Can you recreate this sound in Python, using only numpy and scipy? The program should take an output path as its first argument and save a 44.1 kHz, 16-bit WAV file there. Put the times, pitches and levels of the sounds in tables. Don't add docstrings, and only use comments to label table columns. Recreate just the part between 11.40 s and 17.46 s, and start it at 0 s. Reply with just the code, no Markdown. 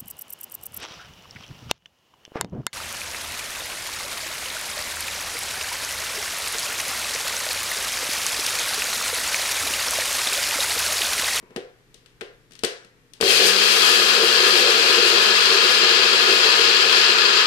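import sys
import numpy as np
from scipy import signal
from scipy.fft import rfft, irfft, next_fast_len
from scipy.io import wavfile
from scipy.ndimage import uniform_filter1d

SR = 44100
rng = np.random.default_rng(int(sys.argv[2]) if len(sys.argv) > 2 else 0)


def waveform_to_disk(signal):
    frames = np.transpose(np.atleast_2d(signal))
    scaled = np.clip(frames, -1, 1) * 32767
    samples = np.round(scaled).astype(np.int16)
    wavfile.write(sys.argv[1], SR, samples)


N = 267441
SIZE = next_fast_len(N + SR)
HZ = np.maximum(np.fft.rfftfreq(SIZE, 1 / SR), 1)
TIME = np.arange(N) / SR

# (frequency [Hz], width [Hz], relative level [dB])
BASE_MODES = [(174, 84, -35), (247, 44, -19.5), (286.6, 13, -11.5), (356.7, 29, -3.5), (388.8, 18.3, 2),
              (423.5, 27.3, 3), (475, 17.8, -1.5), (502.6, 10.4, -4), (557.5, 42, -4), (579, 98, -11),
              (713, 50, -10.5), (794, 49, -15.5)]
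# (frequency [Hz], width [Hz], relative level [dB])
CUP_MODES = [(935, 70, -3.5), (1041, 81, -0.5), (1250, 78, 4), (1383, 82, 5), (1570, 130, 1), (1630, 44, 6),
             (1730, 103, 1), (2150, 300, -22.5), (2270, 170, -27), (2520, 76, -10.5), (2678, 40, -7),
             (2837, 44, -4.5), (2913, 155, -15), (3173, 57, -6.5), (3360, 65, -8.5), (3900, 350, -12),
             (4197, 100, -3), (4356, 160, -7.5), (4547, 59, -3.5), (4878, 126, -6), (4970, 67, -12),
             (5097, 77, -11.5), (7500, 72, -18)]
# (time [s], relative level [dB])
FLIGHT_LEVEL = [(1.81, -34), (1.82, -31.5), (1.89, -18.5), (1.96, -20.5), (2.08, -18.5), (2.12, -24),
                (2.19, -19.5), (2.57, -19.5), (2.64, -22.5), (2.73, -19), (2.79, -22), (2.86, -20),
                (3.17, -19), (3.23, -20.5), (3.3, -19.5), (5.53, -19.5), (5.58, -17.5), (5.72, -19),
                (5.75, -21.5), (5.79, -19.5), (6.0, -19), (6.04, -22.5)]
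# (time [s], relative level [dB])
SHAKE_LEVEL = [(1.81, -28.5), (1.83, -28), (1.91, -23), (1.96, -29.5), (2.02, -23), (2.13, -31), (2.7, -28),
               (2.85, -26.5), (3.9, -26.5), (4.0, -31.5), (4.4, -27), (5.7, -29), (5.78, -34), (5.9, -25),
               (6.06, -31.5)]
# (time [s], added level [dB])
HUSK_CLUMPS = [(1.9, 1.3), (2.07, 4.3)]
# (frequency [Hz], relative level [dB])
HUSK_SPECTRUM = [(1500, -18), (3000, -8), (5000, 2.5), (8000, -1.5), (10000, -2.5), (13000, -9.5),
                 (15000, -8.5), (15800, -25)]
# (frequency [Hz], relative level [dB])
RUSH_SPECTRUM = [(600, -24), (1500, -8), (2050, -2), (2800, -1.5), (4500, -3), (6000, -11.5), (8000, -17),
                 (11000, -39.5), (15800, -62)]
START_S = 1.81
RUN_HZ, SPIN_UP_S = 214, 0.1
LAG_HZ, EASE_S = 12, 1.0
FLIGHT_MEAN_DB, FLIGHT_FLICKER_DB, SHAKE_FLICKER_DB = -17.5, 0.5, 1.5
HUSK_DB, HUSK_FADE_DB_PER_S, HUSK_FOLLOWS, HUSK_FLICKER_DB = -20.5, 4, 1, 2
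CLUMP_S = 0.012
MEAL_DB, MEAL_SHORT_DB, MEAL_BUILD_S, MEAL_GROWS_DB_PER_S = -26.5, 12.5, 0.19, 0.17
MEAL_FOLLOWS, MEAL_FLICKER_DB = 0.79, 1.5
HUM_DB, HUM_EARLY_DB, HUM_SETTLE_S = -43.5, 4, 1.2
HUM_FROM_S, HUM_WAVER_DB, HUM_WAVER_PER_S = 1.93, 2, 4


def blender():
    running = np.maximum(TIME - START_S, 0)
    spin_up = (RUN_HZ - LAG_HZ) * np.exp(-running / SPIN_UP_S)
    turns = RUN_HZ - spin_up - LAG_HZ * np.exp(-running / EASE_S)

    wall_db = in_time(FLIGHT_LEVEL)[0] + FLIGHT_FLICKER_DB * drift(12.5)
    swing_db = wall_db - FLIGHT_MEAN_DB
    husk_db = HUSK_DB - HUSK_FADE_DB_PER_S * running + HUSK_FOLLOWS * swing_db + HUSK_FLICKER_DB * drift(9.5)
    husk_db = husk_db + sum(db * np.exp(-((TIME - s) / CLUMP_S) ** 2) for s, db in HUSK_CLUMPS)
    meal_db = MEAL_DB - MEAL_SHORT_DB * np.exp(-running / MEAL_BUILD_S) + MEAL_GROWS_DB_PER_S * running
    meal_db = meal_db + MEAL_FOLLOWS * swing_db + MEAL_FLICKER_DB * drift(15.0)
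    base_db = in_time(SHAKE_LEVEL)[0] + SHAKE_FLICKER_DB * drift(7.0)
    hum_db = HUM_DB + HUM_EARLY_DB * np.exp(-running / HUM_SETTLE_S) + HUM_WAVER_DB * drift(HUM_WAVER_PER_S)

    angle = 2 * np.pi * np.cumsum(turns) / SR
    sweep = (1 + 0.16 * np.cos(angle)) * (TIME >= START_S)

    blows = impacts(1500, spread_db=3.0, count=5)
    high_modes = [mode for mode in CUP_MODES if mode[0] > 2000]
    low_modes = [mode for mode in CUP_MODES if mode[0] < 2000]
    wall = from_db(wall_db + 1.5) * rms_one(body(blows, high_modes))
    meal = from_db(meal_db) * rms_one(body(blows, low_modes))
    air_noise = rng.standard_normal((5, N))
    rush = from_db(wall_db) * rms_one(shape(air_noise, from_db(at_hz(RUSH_SPECTRUM, HZ))))
    cracks = impacts(6000, spread_db=2.5, count=5)
    husks = from_db(husk_db) * rms_one(shape(cracks, from_db(at_hz(HUSK_SPECTRUM, HZ))))
    shaking = impacts(450, spread_db=2.0, count=1)[0]
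    base = from_db(base_db) * rms_one(body(shaking, BASE_MODES))

    spun_up = np.clip((TIME - HUM_FROM_S) / 0.017, 0, 1)
    hum = from_db(hum_db) * spun_up * np.sin(angle)
    small = signal.butter(2, 170, "high", fs=SR, output="sos")
    grinding = signal.sosfilt(small, sweep * (wall + meal + rush + husks))
    return grinding, signal.sosfilt(small, sweep * base) + hum


# (time
# [s], dull snap [dB], bright snap [dB], thud in the base [dB], push into the counter [dB])
KNOCK_EVENTS = [(0.029, -61, -79, -46.5, -50), (0.107, -55, -62, -45, -49),
                (0.162, -27.5, -30.5, -30.5, -28), (0.17, -36, -41, -21.5, -47),
                (0.543, -58, -39.5, -52.5, -59), (0.66, -51, -47, -61, -64), (0.81, -29.5, -34.5, -41, -55),
                (0.815, -33, -49, -28, -46), (1.109, -53, -50, -63, -57), (1.12, -53, -41.5, -58, -65),
                (1.134, -60, -47, -61, -64), (1.153, -48, -42, -70, -66), (1.164, -55, -54, -69, -68),
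                (1.191, -51, -38, -66, -64), (1.236, -15, -14, -13, -26.5), (1.245, -20, -20, -38, -46),
                (1.248, -36, -10.5, -59, -47), (1.259, -27, -44, -47, -40), (1.447, -49, -45, -51, -51),
                (1.735, -59, -36.5, -62, -64), (1.804, -32, -44, -37, -38), (1.811, -15, -9.5, -22, -28),
                (1.826, -10, -27, -9.5, -24.5)]
# (frequency [Hz], relative level [dB])
SNAP_SPECTRUM = [(400, -57), (800, -8), (1500, 3), (3000, 6), (5000, 2.5), (7000, -6), (9000, -3.5),
                 (12000, -19), (15800, -17)]
# (frequency [Hz], width [Hz], relative level [dB])
COUNTER_MODES = [(172, 34, 9.5), (210, 170, 3.5)]
# (frequency [Hz], width [Hz], relative level [dB])
CABINET_MODES = [(35, 30, -11), (70.4, 27, 4.5)]
SNAP_T60_S = 0.016
THUD_IN_BASE_DB, THUD_IN_COUNTER_DB, THUD_IN_CABINET_DB = 33, 29.5, 12


def knocks():
    bursts, clicks = np.zeros((2, N)), np.zeros((4, N))
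    age = np.arange(2000) / SR
    fade = np.minimum(age / 0.0019, 1) * from_db(-60 * age / SNAP_T60_S)
    click_gain = np.sqrt(np.sum(fade ** 2))
    for s, *levels_db in KNOCK_EVENTS:
        at = round((s - 0.0005) * SR)
        bursts[:, at:at + len(age)] += from_db(levels_db[:2])[:, None] * fade
        clicks[:, at] = from_db(levels_db) * click_gain

    bright = 1 / (1 + (3200 / HZ) ** 3)
    colour = from_db(at_hz(SNAP_SPECTRUM, HZ) + 17.5) * np.array([1 - bright, bright])
    snaps = shape(bursts * rng.standard_normal((2, N)), colour).sum(axis=0)
    clean = shape(clicks[:2], colour).sum(axis=0)

    thuds = from_db(THUD_IN_BASE_DB) * body(clicks[2], BASE_MODES)
    thuds = thuds + from_db(THUD_IN_COUNTER_DB) * body(clicks[3], COUNTER_MODES)
    thuds = thuds + from_db(THUD_IN_CABINET_DB) * body(clicks[2], CABINET_MODES)
    knocked = snaps + from_db(-5) * body(snaps, CUP_MODES) + thuds
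    return knocked, from_db(-5.5) * (clean + thuds)


# (start [s], end [s], level [dB])
HAND_MOVES = [(0.0, .075, -63), (.1, .155, -61), (.752, .805, -83), (1.75, 1.8, -66)]
# (frequency [Hz], relative level [dB])
SKIN_SPECTRUM = [(300, -25), (600, -3), (1000, 10), (1500, 3), (2300, 6), (3300, -9), (5000, -19),
                 (9000, -28)]


def rustle():
    level = sum(from_db(db) * (TIME >= start) * (TIME < end) for start, end, db in HAND_MOVES)
    friction = rms_one(shape(rng.standard_normal(N), from_db(at_hz(SKIN_SPECTRUM, HZ))))
    return uniform_filter1d(level, size=300) * friction


# (frequency [Hz], time to fall 60 dB [s])
REVERB_TIME = [(150, 0.075), (400, 0.28), (1040, 0.52), (2760, 0.33), (7280, 0.38), (14000, 0.15)]
# (frequency [Hz], relative level [dB])
REVERB_LEVEL = [(150, -5.5), (500, 5.5), (1500, 3.5), (5000, -0.5), (14000, -1)]


def kitchen():
    age = np.arange(SR // 2) / SR
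    white = rng.standard_normal((2, 2, len(age)))
    tail = 0
    edges = 60 * 2 ** np.arange(0, 8.4, 1.0)
    for k, (low, high) in enumerate(zip(edges, edges[1:])):
        hz = np.sqrt(low * high)
        band = signal.butter(2, [low, high], "band", fs=SR, output="sos")
        mid, side = signal.sosfilt(band, white[k % 2])
        alike = np.clip(450 / hz, 0, 0.9)
        onset = np.clip((age - 0.002) / 0.0041, 0, 1)
        dying = from_db(-60 * age / at_hz(REVERB_TIME, hz)) * onset
        pair = two_ports(mid, side, alike)
        tail = tail + from_db(at_hz(REVERB_LEVEL, hz)) * pair * dying / np.sqrt(2 * np.sum(dying ** 2))
    return rfft(tail, SIZE)


# (frequency [Hz], relative level [dB])
AIR_SPECTRUM = [(12, -48), (20, -3), (27, -2), (55, -10), (119, -14), (149, -4), (187, -12.5), (443, -14),
                (482, -15), (655, -25.5), (1840, -20), (13400, -37.5), (15800, -42)]
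# (frequency [Hz], left-right likeness [0 to 1])
AIR_LIKENESS = [(60, 0.49), (300, 0.8), (640, 0.77), (1400, 0.0093), (15000, 0)]
# (frequency [Hz], relative level [dB])
MAINS_TONES = [(120, -61), (180, -83.5), (240, -77), (300, -70), (420, -67.5), (480, -70.5)]


def quiet_air():
    mid, side = rfft(rng.standard_normal((2, N)), SIZE)
    pair = two_ports(mid, side, np.clip(at_hz(AIR_LIKENESS, HZ), 0, 1))
    hush = rms_one(irfft(pair * from_db(at_hz(AIR_SPECTRUM, HZ)), SIZE)[:, :N])
    hum = sum(from_db(db - 3.0) * np.sin(2 * np.pi * hz * TIME) for hz, db in MAINS_TONES)
    return (from_db(-59.5) * hush + hum) * from_db([[1.2], [-1.2]])


def from_db(db):
    return 10 ** (np.asarray(db) / 20)


def rms_one(x):
    return x / np.sqrt(np.mean(x ** 2) + 1e-20)


def in_time(rows):
    s, *columns = np.transpose(rows)
    return [np.interp(TIME, s, column) for column in columns]


def at_hz(points, hz):
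    table_hz, values = np.array(points).T
    return np.interp(np.log(hz), np.log(table_hz), values)


def shape(x, gain):
    return irfft(rfft(x, SIZE) * gain, SIZE)[..., :N]


def two_ports(mid, side, alike):
    return np.sqrt(1 + alike) * mid + np.sqrt(1 - alike) * side * [[1], [-1]]


def body(force, modes):
    out = 0
    for k, (hz, width_hz, db) in enumerate(modes):
        r = np.exp(-np.pi * width_hz / SR)
        zeros = [(1 - r * r) / 2, 0, (r * r - 1) / 2]
        poles = [1, -2 * r * np.cos(2 * np.pi * hz / SR), r * r]
        out = out + (-1) ** k * from_db(db) * signal.lfilter(zeros, poles, force + 1e-18)
    return out


def impacts(per_s, spread_db, count):
    sizes = from_db(spread_db * np.minimum(rng.exponential(1, (count, N)), 5))
    signs = rng.choice([-1, 1], (count, N))
    return sizes * signs * (rng.random((count, N)) < per_s / SR)


def drift(per_s):
    r = np.exp(-2 * np.pi * per_s / SR)
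    return rms_one(signal.lfilter([1], [1, -2 * r, r * r], rng.standard_normal(N + SR))[SR:])


# (frequency [Hz], level [dB])
FAR_PORT_DIRECT = [(500, 1), (1500, -7.5), (4000, -16), (8000, -24), (14000, 6)]
# (frequency [Hz], level difference [dB])
PORT_SHADE = [(60, 2), (200, 4.5), (380, 2.5), (700, 0.5), (1290, 3), (1680, -1), (2050, 2), (2600, 4),
              (4400, 9.5), (8120, 12), (10500, 18), (13000, 14.5), (15000, 30)]
RIGHT_LAG_S = 0.00023
MOTOR_DB = 9
HOLLOW_HZ, HOLLOW_WIDTH_HZ, HOLLOW_DEPTH = 2047, 230, 0.28


def scene():
    knocked, blows = knocks()
    hands = rustle()
    grinding, base = [from_db(MOTOR_DB) * part for part in blender()]
    hollow = 1 - HOLLOW_DEPTH * np.exp(-((HZ - HOLLOW_HZ) / HOLLOW_WIDTH_HZ) ** 2)
    cup = rfft(grinding, SIZE) * hollow

    facing = np.array([np.ones(len(HZ)), from_db(at_hz(FAR_PORT_DIRECT, HZ))])
    direct = (rfft(knocked + hands + base, SIZE) + cup[0]) * facing
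    far_sides = cup[1:3] * kitchen() + cup[3:] * kitchen()
    reflected = rfft(blows + hands + from_db(-5.5) * base, SIZE) * kitchen() + far_sides / np.sqrt(2)

    late = np.exp(-2j * np.pi * HZ * RIGHT_LAG_S)
    ports = np.array([np.ones(len(HZ)), late * from_db(-at_hz(PORT_SHADE, HZ))])
    return irfft((direct + reflected) * ports, SIZE)[:, :N] + quiet_air()


LOUD_DB, SQUEEZE, REACT_S = -42.5, 0.25, 0.057
CUTOFF_HZ = 16000


def record(dry):
    r = np.exp(-1 / (REACT_S * SR))
    power = signal.lfilter([1 - r], [1, -r], np.mean(dry ** 2, axis=0))
    level_db = 10 * np.log10(power + 1e-12)
    held = dry * from_db(-SQUEEZE * np.maximum(level_db - LOUD_DB, 0))
    rounded = held / (1 + held ** 6) ** (1 / 6)
    return signal.sosfilt(signal.cheby2(12, 60, CUTOFF_HZ, fs=SR, output="sos"), rounded)


dry = scene()
out = record(dry)
waveform_to_disk(out)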